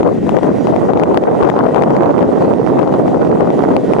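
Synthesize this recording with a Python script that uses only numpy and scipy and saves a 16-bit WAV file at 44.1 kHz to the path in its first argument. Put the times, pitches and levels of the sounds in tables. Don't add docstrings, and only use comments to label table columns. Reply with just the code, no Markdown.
import sys
import numpy as np
from scipy import signal
from scipy.io import wavfile
from scipy.ndimage import uniform_filter1d

SR = 44100
rng = np.random.default_rng(int(sys.argv[2]) if len(sys.argv) > 2 else 0)


def master_out(mix):
    frames = np.transpose(np.atleast_2d(mix))
    ceiling = np.clip(frames, -1, 1)
    pcm = np.round(ceiling * 32767).astype(np.int16)
    wavfile.write(sys.argv[1], SR, pcm)


N = 176400
PATCHY_PER_S = 8.2


def from_db(db):
    return 10 ** (np.asarray(db) / 20)


def rms_one(x):
    return x / np.sqrt(np.mean(x ** 2) + 1e-20)


def in_time(rows):
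    return np.interp(np.arange(N) / SR, *np.transpose(rows))


def at_hz(points, hz):
    freqs, values = np.transpose(points)
    return np.interp(np.log(hz), np.log(freqs), values)


def drift(per_s):
    pole = np.exp(-40 * np.pi * per_s / SR)
    slow = signal.lfilter([1], [1, -2 * pole, pole * pole], rng.standard_normal(N // 20 + 4002))[4000:]
    return np.interp(np.arange(N) / 20, np.arange(len(slow)), rms_one(slow))


def band_noise(low, high):
    skirt = (high - low) / 8
    sos = signal.butter(2, [low - skirt, high + skirt], "band", fs=SR, output="sos")
    white = rng.standard_normal(N + SR // 4)
    return rms_one(signal.sosfilt(sos, signal.sosfilt(sos, white))[-N:])


def bands(spectrum, edges):
    hz = np.sqrt(edges[:-1] * edges[1:])
    gain = from_db(at_hz(spectrum, hz)) * np.sqrt(np.diff(edges))
    return zip(edges[:-1], edges[1:], hz, gain / np.linalg.norm(gain))


def chirps(wobble_hz=12):
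    # centre_s, half_length_s, pitch_hz, level_db
    notes = [(.21, .025, 1846, -46), (.63, .16, 1460, -48), (.6, .035, 5841, -52.5),
             (.635, .03, 6681, -53.5), (1.28, .035, 9400, -61)]
    t = np.arange(N) / SR
    out = 0
    for centre_s, half_s, hz, db in notes:
        phase = 2 * np.pi * np.cumsum(hz + wobble_hz * drift(per_s=12)) / SR
        out += from_db(db) * np.exp(-((t - centre_s) / half_s) ** 2) * np.sin(phase)
    return out


def hiss(level_db=-41.5, patchy_db=1.3, flicker_db=1.2):
    # freq_hz, density_db
    spectrum = [(1000, 11.5), (1900, 7.5), (2400, 3.5), (3600, -1.5), (4300, -4.5), (6700, -6.5),
                (10000, -12), (12500, -21), (15500, -37)]
    # freq_hz, correlation
    likeness = [(1000, 0.28), (2500, 1), (4500, 0.8), (7000, 0.9), (11000, 0.21), (15000, .2)]
    # centre_hz, width_hz, level_db
    narrow_bands = [(1454, 110, -49.5), (1914, 224, -47.5), (6640, 270, -69.5)]
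    # time_s, level_db
    swell = [(0, -3), (.28, -2.2), (.44, 3), (.54, -1.5), (.7, -0.8), (.94, -2.5), (1.2, -1.5), (1.38, 0.5),
             (1.72, -1.5), (2.2, -2), (2.46, 1), (2.58, -2), (2.7, -1), (3.25, -1.5), (3.8, 0.5),
             (3.91, 1.5), (4, 1)]
    air = 0
    for low, high, hz, gain in bands(spectrum, np.geomspace(1000, 16000, 15)):
        alike = at_hz(likeness, hz)
        mid = np.sqrt((1 + alike) / 2) * band_noise(low, high)
        side = np.sqrt((1 - alike) / 2) * band_noise(low, high) * np.array([[1], [-1]])
        air += gain * from_db(patchy_db * drift(PATCHY_PER_S)) * (mid + side)
    singing = sum(band_noise(hz - width / 2, hz + width / 2) * from_db(db)
                  for hz, width, db in narrow_bands)
    envelope = from_db(in_time(swell) + flicker_db * drift(per_s=18))
    left, right = envelope * (from_db(level_db) * air + singing)
    return np.array([np.roll(left, 1), right])


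def turbulence(gust, level_db, flutter_db, flutter_per_s=63, body_hz=330, patchy_db=0.5):
    # freq_hz, density_db
    spectrum = [(25, -27.5), (50, -25), (90, -12.5), (160, -1.5), (280, 1), (420, -0.5), (650, -7.5),
                (900, -17), (1300, -29.5), (2000, -46), (3000, -56.5)]
    # freq_hz, share
    follows = [(60, 0.021), (250, 0.23), (500, 0.59), (900, 0.74), (1500, 1)]
    # time_s, level_db
    body = [(0.1, 0.5), (1.7, -1.5), (2.4, 0.4), (4, 1.6)]
    force_db = in_time(gust) + flutter_db * 2 * np.tanh(drift(flutter_per_s) / 2)
    out = 0
    for low, high, hz, gain in bands(spectrum, np.geomspace(20, 3200, 23)):
        body_db = in_time(body) * np.exp(-np.log2(hz / body_hz) ** 2)
        swell_db = at_hz(follows, hz) * force_db + body_db
        out += gain * band_noise(low, high) * from_db(swell_db + patchy_db * drift(PATCHY_PER_S))
    return from_db(level_db) * out


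def swing(centre_s, hz, skew=0.17, width_cycles=0.33):
    near = np.arange(max(int((centre_s - .01) * SR), 0), min(int((centre_s + .01) * SR), N))
    cycles = (near / SR - centre_s) * hz
    cycles *= 1 + skew * np.tanh(2 * cycles)
    window = np.exp(-.5 * (cycles / width_cycles) ** 2)
    return near, window, np.sin(2 * np.pi * cycles)


def eddies(gust, level_db, per_s=85, count=700):
    pitch_hz, spread_octaves, octaves_per_db = 564, 0.27, 0.0584
    gust_share, spread_db = 0.59, 2.0
    times = np.cumsum(rng.gamma(2, .5, count)) / per_s
    scatter = np.clip(rng.standard_normal((count, 3)), -2, 2)
    out = np.zeros(N)
    for centre_s, (size, pitch, sign) in zip(times[times < N / SR], scatter):
        gust_db = np.interp(centre_s, *np.transpose(gust))
        hz = pitch_hz * 2 ** (spread_octaves * pitch + octaves_per_db * gust_db)
        strength = from_db(level_db + gust_share * gust_db + spread_db * size)
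        near, window, wave = swing(centre_s, hz)
        out[near] += np.sign(sign) * strength * window * wave
    return out


def level_off(flow, ceiling_db=-1.2, window_s=0.0033):
    weights = signal.windows.hann(int(2 * window_s * SR))
    power = np.array([signal.fftconvolve(port ** 2, weights / weights.sum(), "same") for port in flow])
    return flow / np.sqrt(np.hypot(1, power / from_db(ceiling_db) ** 2))


def buffets(flow):
    # centre_s, level_db, pitch_hz, port (0 left, 1 right)
    blows = [(0.0313,5,675,0), (0.076,4,690,0), (0.2932,4.5,760,0), (0.3684,8.5,584,0), (0.3875,6.5,600,0),
             (.432,6,600,0), (0.6713,4.5,686,0), (.763,6,590,0), (.935,5,670,0), (0.9739,5.5,630,0),
             (0.998,8,590,0), (1.0358,9,745,0), (1.114,0,790,0), (1.145,5,725,0), (1.1743,15,574,0),
             (1.238,8.5,620,0), (1.4126,5,595,0), (1.4279,6,810,0), (1.4341,6.5,735,0), (1.448,5.5,477,0),
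             (1.49,6,630,0), (1.5,12.5,574,0), (1.591,6.5,830,0), (1.638,3,766,0), (1.670,2.5,664,0),
             (1.7463,5.5,746,0), (1.773,1.5,860,0), (1.8229,10,583,0), (1.8367,7.5,805,0), (1.883,-2,597,1),
             (1.906,5.5,563,1), (1.9663,7,567,0), (2.024,4,740,1), (2.034,5.5,635,1), (2.06,4.5,700,1),
             (2.1912,4.5,645,1), (2.2083,5,554,0), (2.2276,6.5,543,0), (2.537,5,587,1), (2.792,5,720,0),
             (2.83,5,664,0), (2.876,4.5,650,0), (2.94,4,716,1), (3.328,1.5,680,1), (3.504,5,600,0),
             (3.6386,6,544,0), (3.7661,11.5,780,0), (3.936,8,685,0), (3.986,4.5,513,0)]
    out = flow.copy()
    for centre_s, db, hz, port in blows:
        near, window, wave = swing(centre_s, hz)
        pressure = from_db(db) * rng.choice([-1, 1]) * wave
        out[port, near] += window * (pressure - out[port, near])
    return out


def wind():
    # time_s, level_db
    gust_left = [(0.0, -1.5), (0.1, 2), (0.2, -21), (0.24, -11.5), (0.46, 7), (0.64, -23), (0.66, -2.5),
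                 (0.74, 4.5), (0.8, -16), (0.88, 0.5), (1.3, 2.5), (1.36, -13), (1.419, 10), (2.121, -1.6),
                 (2.16, -23), (2.22, 0), (2.28, -9), (2.32, -7), (2.48, -1.5), (2.68, -20), (2.74, 0.5),
                 (2.82, 5.5), (3.04, -8), (3.14, 8), (3.22, -9), (3.42, 2), (3.62, -11), (3.76, 3.5),
                 (3.86, -20), (4.0, 6.5)]
    gust_right = [(0.0, -5), (0.08, 3.3), (0.12, -12), (0.28, -20.5), (0.34, -5), (0.4, -23), (0.48, 1),
                  (0.76, -8), (0.82, 7), (0.9, -9.5), (1.0, 0.5), (1.42, 5), (1.48, -7.9), (1.56, 7),
                  (1.7, -3.5), (2.04, 6.5), (2.42, 1.3), (2.7, 5), (2.86, -2.5), (2.94, 4.5), (3.18, -3.5),
                  (3.22, 4.5), (3.54, -2), (3.62, 7.5), (3.84, -4), (4.0, 6.5)]
    # left_db, right_db
    turbulence_db = [-11.5, -11.5]
    flutter_db = [12.5, 7]
    eddy_db = [-4.5, -6]
    flow = [turbulence(gust, turbulence_db[port], flutter_db[port]) + eddies(gust, eddy_db[port])
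            for port, gust in enumerate((gust_left, gust_right))]
    return buffets(level_off(np.array(flow)))


def gain_control(x, target_db=-7, share=0.54, attack_s=0.0075, release_db_per_s=44.5):
    power = uniform_filter1d(np.max(x ** 2, axis=0), size=300)
    level_db = 10 * np.log10(np.maximum(power, 1e-6))
    ramp = release_db_per_s * np.arange(N) / SR
    held_db = np.maximum.accumulate(level_db + ramp) - ramp
    pole = np.exp(-1 / (attack_s * SR))
    excess_db = signal.lfilter([1 - pole], [1, -pole], held_db - target_db)
    return x * from_db(-share * excess_db)


def scene():
    return wind() + hiss() + chirps()


def record(dry, low_cut_hz=50.5, knee=50, stopband_hz=16900):
    low_cut = signal.butter(2, low_cut_hz, "high", fs=SR, output="sos")
    top_cut = signal.cheby2(12, 60, stopband_hz, fs=SR, output="sos")
    levelled = gain_control(signal.sosfilt(low_cut, dry))
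    clipped = levelled / (1 + np.abs(levelled) ** knee) ** (1 / knee)
    return signal.sosfilt(top_cut, clipped)


dry = scene()
out = record(dry)
master_out(out)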